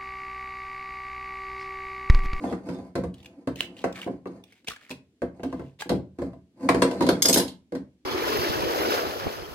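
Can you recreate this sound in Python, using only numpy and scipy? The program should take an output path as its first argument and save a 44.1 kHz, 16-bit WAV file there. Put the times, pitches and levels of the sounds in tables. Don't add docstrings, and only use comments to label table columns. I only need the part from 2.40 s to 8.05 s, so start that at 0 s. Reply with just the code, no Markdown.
import sys
import numpy as np
from scipy import signal
from scipy.fft import rfft, irfft
from scipy.io import wavfile
from scipy.ndimage import uniform_filter1d

SR = 44100
rng = np.random.default_rng(int(sys.argv[2]) if len(sys.argv) > 2 else 0)


def int16_out(signal):
    q = np.round(np.clip(np.atleast_2d(signal).T, -1, 1) * 32767)
    wavfile.write(sys.argv[1], SR, q.astype(np.int16))


N = 249165
T = np.arange(int(.7 * SR)) / SR
LEFT_RIGHT = np.array([[1], [-1]])


def undb(db):
    return 10 ** (np.asarray(db) / 20)


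def along(points, hz):
    freqs, values = np.transpose(points)
    return np.interp(np.log(np.maximum(hz, 1)), np.log(freqs), values)


def fade(t60):
    return np.exp(-np.log(1000) * T / max(t60, 1e-3))


def add(out, start_s, x):
    i = int(start_s * SR)
    out[:, i:i + x.shape[-1]] += x[..., :N - i]


def conv(x, response):
    return signal.fftconvolve(np.atleast_2d(x), np.atleast_2d(response), axes=-1)[:, :x.shape[-1]]


def colour(x, points, size=2048):
    cepstrum = irfft(along(points, np.arange(size // 2 + 1) * SR / size) * np.log(10) / 20)
    cepstrum[1:size // 2] *= 2
    cepstrum[size // 2 + 1:] = 0
    return conv(x, irfft(np.exp(rfft(cepstrum))))


def unit(x):
    return x / np.sqrt(np.mean(x[..., :1323] ** 2))


def unit_energy(x):
    return x / np.sqrt(np.mean(x ** 2) * x.shape[-1])


def swell(x):
    return x / (x.std() + 1e-9) * np.sin(np.linspace(0, np.pi, x.shape[-1]))


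# f/Hz, level/dB
STEREO_WIDTH = [(60, -20.5), (250, -17), (500, -14), (1000, -5), (2000, 1.5), (8000, 1.5)]


def stereo(size):
    mid, side = rng.standard_normal((2, size))
    return mid + colour(side, STEREO_WIDTH) * LEFT_RIGHT


def dense_modes(decays):
    spectrum = rfft(stereo(len(T)))
    hz = np.arange(len(T) // 2 + 1) * SR / len(T)
    centres, t60s = np.transpose(decays)
    bands = [along(list(zip(centres, row)), hz) for row in np.eye(len(decays))]
    return sum(irfft(spectrum * band, len(T)) * fade(t60) for band, t60 in zip(bands, t60s))


def strike(modes, scatter_db):
    rings = np.array([undb(db) * fade(t60) * np.exp(2j * np.pi * hz * T) for hz, db, t60 in modes])
    strength, sign, lag = rng.standard_normal((3, len(modes)))
    phase = lag * undb(along(STEREO_WIDTH, np.array(modes)[:, 0]))
    weights = undb(scatter_db * strength) * np.sign(sign) * np.exp(1j * phase * LEFT_RIGHT)
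    return unit((weights @ rings).imag)


def slips(size, per_s, spread_db):
    caught = rng.random(size) < per_s / SR
    strength = undb(spread_db * np.minimum(rng.exponential(size=size), 4))
    force = caught * strength * np.sign(rng.standard_normal(size))
    return force / (force.std() + 1e-9)


def contact(drag_s, chatter_gain):
    chatter = slips(len(T), per_s=2000, spread_db=1.1) * np.exp(-T / max(drag_s, 1e-3))
    force = chatter_gain * unit_energy(chatter + 1e-12)
    force[0] += 1
    return force


# f/Hz, level/dB
AIR_SPECTRUM = [(25, -18.5), (70, -12.5), (140, -12.5), (270, 2.5), (500, -14.5), (1000, -31.5),
                (3000, -30), (10000, -39.5), (15000, -50.5)]


def air(level_db=-67):
    noise = colour(stereo(N), AIR_SPECTRUM)
    return undb(level_db) * noise / noise.std()


# t/s, length/s, level/dB
SCREW_STROKES = [(0.021, 0.093, -33.5), (0.256, 0.08, -37), (0.386, 0.058, -46), (0.747, 0.27, -55.5),
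                 (1.197, 0.53, -48.5), (1.915, 0.047, -48), (2.953, 0.29, -52.5), (3.813, 0.03, -39.5),
                 (4.221, 0.023, -31.5), (4.329, .095, -29), (4.437, 0.1, -33), (4.584, 0.058, -33),
                 (4.687, 0.13, -35.5), (4.951, 0.019, -24.5)]


def pressure(grab_db_s=426.5, rise_db_s=2.5, release_db_s=220.5, waver_per_s=45, waver_db=2.1):
    t = np.arange(N) / SR
    force = np.zeros(N)
    for start_s, length_s, db in SCREW_STROKES:
        grab = grab_db_s * np.maximum(start_s - t, 0)
        rise = rise_db_s * np.clip(t - start_s, 0, length_s)
        release = release_db_s * np.maximum(t - start_s - length_s, 0)
        force += undb(db - grab + rise - release)
    hold = int(SR / waver_per_s)
    steps = np.repeat(rng.standard_normal(N // hold + 1), hold)
    return force * undb(waver_db * uniform_filter1d(steps, hold)[:N])


# f/Hz, level/dB, t60/s
SCREW_MODES = [(2121, -12, .2), (3260, -11, .06), (3451, -7, .1), (4442, -8, .33), (5026, -6, .2),
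               (5054, -3, .23), (5734, -14, .3), (6380, -7, .1), (6503, -1, .2), (6640, -7, .1),
               (7700, -14, .15), (8190, -9, .2), (9222, -13, .2), (9700, -14, .15), (10600, -15, .18),
               (11690, -17, .2), (12340, -17, .16), (13070, -19, .16), (14225, -17, .2)]
# f/Hz, level/dB
GRIP_LOSS = [(2000, -1.5), (4400, -6), (5100, -9.5), (6500, -9), (8000, -6), (13000, -27)]


def gripped_screw(scatter_db, grip_t60=.071):
    modes = [(hz, db + along(GRIP_LOSS, hz), 1 / (1 / t60 + 1 / grip_t60))
             for hz, db, t60 in SCREW_MODES]
    return strike(modes, scatter_db)


# f/Hz, level/dB, t60/s
BODY_MODES = [(182, -10, .28), (199, -12, .25), (258, 1, .25), (277, -5, .22), (335, -8, .2),
              (361, -4, .24), (397, -7, .2), (468, -4, .17), (497, 0, .17), (545, -5, .16), (605, -6, .16),
              (655, -11, .14), (700, -11, .11)]
# f/Hz, t60/s
METAL_DECAY = [(80, 0.43), (300, 0.29), (700, 0.11), (2000, 0.081), (6000, 0.069), (14000, 0.029)]
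# f/Hz, level/dB
THUD_SPECTRUM = [(50, -47), (100, -5.5), (150, -28), (185, 7), (225, -9), (260, 7.5), (320, -4.5),
                 (500, -7), (700, -5), (950, -14.5), (2000, -68)]
RUB_SPECTRUM = [(400, -17.5), (750, 3.5), (1020, 5), (1200, -5), (2000, -13), (3000, -13), (5000, -21.5),
                (9000, -45.5)]
GRIT_SPECTRUM = [(1200, -40), (2800, -3.5), (4300, 1), (6000, -11), (9000, -8.5), (12500, -11.5),
                 (14500, -23.5), (16000, -48)]


def scrape():
    metal = dense_modes(METAL_DECAY)
    thud, rub, grit = (unit_energy(colour(metal, spectrum))
                       for spectrum in (THUD_SPECTRUM, RUB_SPECTRUM, GRIT_SPECTRUM))
    body = unit_energy(strike(BODY_MODES, scatter_db=2))
    screw = unit_energy(gripped_screw(scatter_db=2.5))
    low = unit_energy(thud + undb(-3) * body)
    response = low + undb(-12) * rub + undb(-23) * grit + undb(-31) * screw
    return conv(slips(N, per_s=700, spread_db=1.7) * pressure(), response)


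def detuned(modes, shift_hz):
    return [(hz + shift_hz, db, t60) for hz, db, t60 in modes]


def body_clunk(metal, hz, pinch, detune_hz=4, reach_ratio=1.22):
    ring = strike(detuned(BODY_MODES, detune_hz * pinch), scatter_db=2.5)
    thud = unit(colour(metal, THUD_SPECTRUM)) + undb(-1) * ring
    return colour(thud, [(hz / 3.2, -6.5), (hz / reach_ratio, 0), (hz, 4), (hz * reach_ratio, 0)])


# f/Hz, level/dB, t60/s
TABLE_MODES = [(79, 0, .45), (108, -9, .28), (138, 1, .38), (178, -1, .3)]
# f/Hz, level/dB
BOOM_SPECTRUM = [(25, -27), (50, -34.5), (78, 1.5), (100, -8), (135, 0), (180, -9), (300, -32.5),
                 (600, -50.5)]


def table_boom(metal):
    return strike(TABLE_MODES, scatter_db=-.5) + undb(-2.5) * unit(colour(metal, BOOM_SPECTRUM))


# f/Hz, level/dB, t60/s
CASTING_MODES = [(800, -5, .06), (895, -3, .07), (985, -3, .07), (1017, -1, .085), (1530, -5, .06),
                 (1640, -8, .06), (2010, -6, .04), (2150, -5, .045), (2650, -9, .05)]
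# f/Hz, level/dB
CLANK_SPECTRUM = [(300, -26), (650, 20.5), (800, 12), (1030, 14.5), (1250, 4.5), (1600, 1.5), (2150, -8),
                  (2800, -19), (3500, -37.5), (5000, -38.5)]


def casting_clank(chatter, tilt_db_oct, pinch, detune_hz=43.2):
    spectrum = [(hz, db + tilt_db_oct * np.log2(hz / 1000)) for hz, db in CLANK_SPECTRUM]
    ring = strike(detuned(CASTING_MODES, detune_hz * pinch), scatter_db=3)
    return unit(colour(chatter, spectrum)) + undb(-9) * ring


# t/s, force/dB, clank, grit, boom/dB re force, clunk f/Hz
BARREL_KNOCKS = [(.039, -17, -12.5, -62, -27.5, 313), (0.113, -17.5, -30, -39, -38, 278),
                 (.126, -16.5, -18.5, -35.5, -30, 296), (.288, -20, -16.5, -31.5, -20.5, 256),
                 (.387, -24, -23, -44, -26, 260), (.554, -15.5, -13.5, -25, -22, 244),
                 (.58, -15.5, -24, -50, -17.5, 183.6), (.637, -18.5, -18, -34, -23.5, 196),
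                 (1.073, -12, -19.5, -34, -25, 280), (1.441, -11.5, -10.5, -33, -32.5, 490),
                 (1.664, -19, -24, -45, -28, 284), (1.675, -18.5, -16, -43, -34, 400),
                 (1.857, -21.5, -15.5, -48.5, -29, 445), (1.871, -30, -33, -26.5, -25, 390),
                 (2.504, -25, -17, -17, -26, 242), (2.819, -13, -20.5, -38.5, -30, 506),
                 (2.996, -28, -16, -50, -28, 337), (3.033, -16, -18, -29.5, -27.5, 268),
                 (3.127, -17.5, -17.5, -40, -27, 292), (3.195, -24.5, -15, -42, -19.5, 483),
                 (3.457, -28, -23, -39, -25, 346.4), (3.493, -15, -18, -16.5, -30, 200),
                 (3.502, -13.5, -19, -45, -25, 400), (3.516, -11, -22.5, -39, -23.5, 364),
                 (3.787, -19, -20, -38, -27, 344), (3.819, -17, -21.5, -37.5, -23, 260),
                 (3.933, -34, -13, -36, -22, 330), (4.289, -6.5, -8, -21, -28.5, 282),
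                 (4.346, -11.5, -16, -26, -27, 345), (4.376, -19.5, -23, -34, -25.5, 185),
                 (4.42, -4.5, -14.5, -19.5, -34.5, 460), (4.511, -18, -17, -22, -34.5, 487),
                 (4.608, -7.5, -16.5, -30, -37, 274), (4.623, -12, -21.5, -23, -28, 469),
                 (4.666, -12.5, -19.5, -21, -31.5, 255), (4.6892, -5.5, -17, -19.5, -31.5, 480),
                 (4.851, -13.5, -18, -13.5, -29, 333), (4.892, -9, -22, -21.5, -35, 352),
                 (4.959, -11.5, -16.5, -20, -37.5, 330), (4.974, -15.5, -16, -12.5, -30.5, 484),
                 (4.998, -33, 3, 6, -38, 402), (5.08, -37.5, -15, -0.5, -35, 296),
                 (5.322, -17.5, -20.5, -38, -34.5, 257), (5.351, -17.5, -19, -30, -31.5, 274)]


def knocks(clunk_trim_db=-12.5, clank_trim_db=-4, grit_trim_db=-6):
    out = np.zeros((2, N))
    for start_s, force_db, clank_db, grit_db, boom_db, clunk_hz in BARREL_KNOCKS:
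        tilt_db_oct = .23 * (force_db + 18.5) + .27 * (grit_db + 34)
        metal = dense_modes(METAL_DECAY)
        chatter = conv(metal, contact(drag_s=.004, chatter_gain=.61))
        pinch = rng.standard_normal()
        clunk = undb(clunk_trim_db) * unit(body_clunk(metal, clunk_hz, pinch))
        boom = undb(boom_db) * unit(table_boom(metal))
        clank = undb(clank_db + clank_trim_db) * unit(casting_clank(chatter, tilt_db_oct, pinch))
        edge = unit(colour(chatter, GRIT_SPECTRUM)) + undb(-11) * gripped_screw(scatter_db=4)
        grit = undb(grit_db + grit_trim_db) * unit(edge)
        add(out, start_s, undb(force_db) * (clunk + boom + clank + grit))
    return out


# t/s, length/s, f/Hz, level/dB
EDGE_GRINDS = [(.05, 0.097, 3420, -61.5), (.261, .1, 5100, -64), (0.269, .15, 3620, -67),
               (4.287, 0.016, 2300, -25), (4.566, 0.16, 4220, -48.5)]


def grinds(t60=.013):
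    out = np.zeros((2, N))
    for start_s, length_s, hz, db in EDGE_GRINDS:
        force = slips(int(length_s * SR), per_s=680, spread_db=2)
        ring = strike([(hz, 0, t60)], scatter_db=0)
        add(out, start_s, undb(db) * np.sqrt(2) * swell(conv(force, ring)))
    return out


# f/pitch, level/dB
POCKET_MODES = [(.3, -21.5), (1, 5.5), (1.25, -1.5), (1.62, -15), (2.699, -15)]
# f/Hz, level/dB
SNAP_SPECTRUM = [(200, -4.5), (700, 0.5), (1500, -13.5), (3000, -1), (4800, -10), (6200, -11),
                 (8000, -11.5), (12000, -18.5), (16000, -19)]


def pocket(hz, t60_cycles, snap_db, glide=0, snap_t60=.018, attack_s=.00042, size=2048):
    decay = fade(t60_cycles / hz)[:size]
    phase = 2 * np.pi * np.cumsum(hz * (1 + glide * (1 - decay))) / SR
    ring = decay * sum(undb(db) * np.sin(ratio * phase + .5 * LEFT_RIGHT) for ratio, db in POCKET_MODES)
    snap = undb(snap_db) * colour(stereo(size) * fade(snap_t60)[:size], SNAP_SPECTRUM)
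    pop = (ring + snap) * np.minimum(T[:size] / attack_s, 1)
    return pop / np.abs(pop).max()


# t/s, peak before trim/dB, f/Hz, snap/dB, tear/s
GEL_POPS = [(0.741, -42.5, 3030, 0, 0.0048), (0.781, -49, 3400, -1, 0.0027), (0.802, -48, 3300, -2, .002),
            (.828, -46, 2980, 7, 0.0046), (.846, -43, 2700, 3, 0.0027), (0.858, -36, 2570, 1, 0.0038),
            (1.1581, -31, 2740, 13, 0.0016), (1.2064, -9, 2970, 0, .0003), (1.367, -39.5, 2840, -5, .004),
            (1.39, -39, 3060, -10, 0.0049), (1.5257, -34.5, 2230, 17.5, .002),
            (1.5563, -33.5, 2250, -3, 0.008), (1.575, -39, 2170, -4, .009), (1.616, -27.5, 2860, 2, 0.0029),
            (1.628, -32, 2200, -7, .006), (1.643, -39, 2520, 18, 0.0018), (2.038, -38.5, 3560, 11, 0.0017),
            (2.1226, -46, 2160, 1.5, 0.0027), (2.245, -46.5, 1620, 7, .004), (2.273, -27.5, 2420, -1, .009),
            (2.282, -19, 3070, 6.5, 0.0023), (2.299, -29, 2800, 8.5, 0.0025),
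            (2.307, -30, 1350, 3.5, 0.0024), (2.3163, -28, 1150, 8.5, .003),
            (2.3348, -34.5, 1530, 6.5, 0.002), (2.3608, -36, 1644, 1, 0.0034), (2.494, -37, 1900, 4, .003),
            (2.5102, -24.5, 2610, 0.5, 0.0069), (3.408, -27, 2560, 12.5, .005),
            (3.4197, -22.5, 1600, 6, 0.003), (3.4209, -26.5, 835, 0.5, 0.00084)]


def pops(trim_db=2):
    out = np.zeros((2, N))
    for start_s, db, hz, snap_db, tear_s in GEL_POPS:
        pop = pocket(hz, t60_cycles=20, snap_db=snap_db, glide=.03)
        tear = contact(tear_s, chatter_gain=4.8 * min(tear_s / .003, 1))
        smack = conv(pop, tear)
        add(out, start_s, undb(db + trim_db) * smack / np.abs(smack).max())
    return out


# t/s, length/s, squelch/dB, f/Hz, crackle peak/dB
GEL_SQUEEZES = [(0.743, 0.13, -66, 3120, -52), (1.153, 0.12, -44, 3000, -50),
                (1.363, 0.078, -51, 2800, -61), (1.536, .13, -44.5, 2070, -45), (2.039, .2, -64, 2760, -59),
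                (2.266, 0.052, -43, 2420, -31), (2.381, 0.13, -56.5, 2030, -42),
                (2.981, 0.38, -66, 3200, -54), (3.387, 0.051, -41.5, 2930, -50)]


def squelches(pockets=12):
    out = np.zeros((2, N))
    for start_s, length_s, db, hz, _ in GEL_SQUEEZES:
        swarm = 0
        for pitch, bend in rng.standard_normal((pockets, 2)):
            openings = slips(int(length_s * SR), per_s=80, spread_db=2.2)
            pop = pocket(hz * np.exp(.28 * pitch), t60_cycles=16, snap_db=0, glide=.15 * bend)
            swarm += conv(openings, pop)
        add(out, start_s, undb(db) * swell(swarm))
    return out


def crackle(per_s=13, spread_db=2, spread_oct=.27, max_pops=24):
    out = np.zeros((2, N))
    for start_s, length_s, _, hz, db in GEL_SQUEEZES:
        delays_s = (np.arange(max_pops) + rng.random(max_pops)) / per_s
        for delay_s, (softness, pitch) in zip(delays_s, rng.standard_normal((max_pops, 2))):
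            pop = pocket(hz * 2 ** (spread_oct * pitch), t60_cycles=13, snap_db=-8)
            if delay_s < length_s:
                add(out, start_s + delay_s, undb(db - spread_db * softness) * pop)
    return out


# t/s, length/s, f/Hz, level/dB
SCREW_JUDDERS = [(0.962, 0.037, 275, -40), (2.227, 0.026, 262, -53.5), (4.22, .057, 266.7, -21)]


def judders():
    out = np.zeros((2, N))
    for start_s, length_s, hz, db in SCREW_JUDDERS:
        phase = 2 * np.pi * hz * T
        tone = np.sin(phase) + .16 * np.sin(2 * phase)
        envelope = np.interp(T, [0, .84 * length_s, length_s], [0, 1, 0])
        add(out, start_s, undb(db) * np.sqrt(2) * envelope * tone)
    return out


def skid(decay_s, slips_per_s=470, jitter=.3, spread_db=3, count=60):
    gaps, strengths = rng.standard_normal((2, count))
    times_s = np.cumsum(np.exp(jitter * gaps)) / slips_per_s
    times_s -= times_s[0]
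    forces = undb(spread_db * strengths) * np.exp(-times_s / decay_s)
    return np.bincount((times_s * SR).astype(int), forces)


# f/Hz, level/dB
RASP_SPECTRUM = [(700, -1), (2000, -4), (3400, -2), (5000, 2.5), (6500, 0), (9500, 0.5), (12500, 0.5),
                 (14500, -5.5), (16000, -17.5)]


def rasp(skid_s, noise_t60=.018, flight_t60=.05, count=44):
    flights_hz = np.linspace(2000, 14500, count) + 110 * rng.standard_normal(count)
    scratch = unit(stereo(len(T)) * fade(noise_t60))
    jangle = undb(2) * strike([(hz, 0, flight_t60) for hz in flights_hz], scatter_db=4.5)
    return unit(colour(conv(scratch + jangle, skid(skid_s)), RASP_SPECTRUM))


def squeal(hz, t60, attack_s=.0016, hold_s=.0043, linger_db=-21, linger_t60=.2):
    held = np.minimum(fade(t60) * 1000 ** (hold_s / t60), 1)
    envelope = np.minimum(T / attack_s, 1) * (held + undb(linger_db) * fade(linger_t60))
    return unit(envelope * np.sin(2 * np.pi * hz * T + .6 * LEFT_RIGHT))


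# t/s, rasp/dB, ring/dB, skid/s, squeal f/Hz, level/dB, t60/s
METAL_CLINKS = [(4.421, -32.5, -44, .004, 8170, -37.5, 0.047),
                (4.691, -31, -42.5, 0.0024, 4340, -37.5, 0.033),
                (4.8213, -12.5, -19, 0.0066, 5080, -25.5, 0.015),
                (4.8547, -13, -23.5, 0.0057, 5060, -21, .02), (4.884, -10, -25, .003, 8000, -30.5, 0.03),
                (4.8955, -15, -30, 0.0073, 5080, -30.5, .03),
                (4.9292, -10, -32.5, 0.0042, 6390, -28.5, .06),
                (4.9414, -10, -31.5, 0.0099, 12660, -30, 0.04), (4.957, -27, -32.5, 0.016, 3450, -38, 0.11),
                (4.972, -11, -38, 0.016, 9230, -34, 0.071)]


def clinks(rasp_trim_db=-13, ring_trim_db=-2, pump_s=.0085, free_db=-13):
    out = np.zeros((2, N))
    choke = np.sin(np.pi * np.minimum(T / pump_s, 1)) + undb(free_db)
    for start_s, rasp_db, ring_db, skid_s, squeal_hz, squeal_db, squeal_t60 in METAL_CLINKS:
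        scratch = undb(rasp_db + rasp_trim_db) * rasp(skid_s)
        ring = undb(ring_db + ring_trim_db) * unit(strike(SCREW_MODES, scatter_db=-.5) * choke)
        add(out, start_s, scratch + ring + undb(squeal_db) * squeal(squeal_hz, squeal_t60))
    return out


# f/Hz, t60/s
ROOM_DECAY = [(80, 0.55), (260, 0.12), (600, 0.29), (1500, 0.27), (4000, 0.22), (8000, 0.21), (14000, 0.16)]


def room(x, wet_db, gap_s=.0028):
    response = unit_energy(dense_modes(ROOM_DECAY) * np.clip(T / gap_s - 1, 0, 1))
    return x + undb(wet_db) * conv(x, response)


def scene():
    background = air()
    metal = room(knocks() + scrape() + grinds() + judders(), wet_db=-5.5)
    clatter = room(clinks(), wet_db=-5.5, gap_s=.0023)
    gel = room(pops() + squelches() + crackle(), wet_db=-10)
    return background + metal + clatter + gel


def record(dry, low_hz=52, top_hz=15900):
    thinned = signal.sosfilt(signal.butter(2, low_hz, "high", fs=SR, output="sos"), dry)
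    return signal.sosfilt(signal.ellip(8, .2, 70, top_hz, fs=SR, output="sos"), thinned)


dry = scene()
out = record(dry)
int16_out(out)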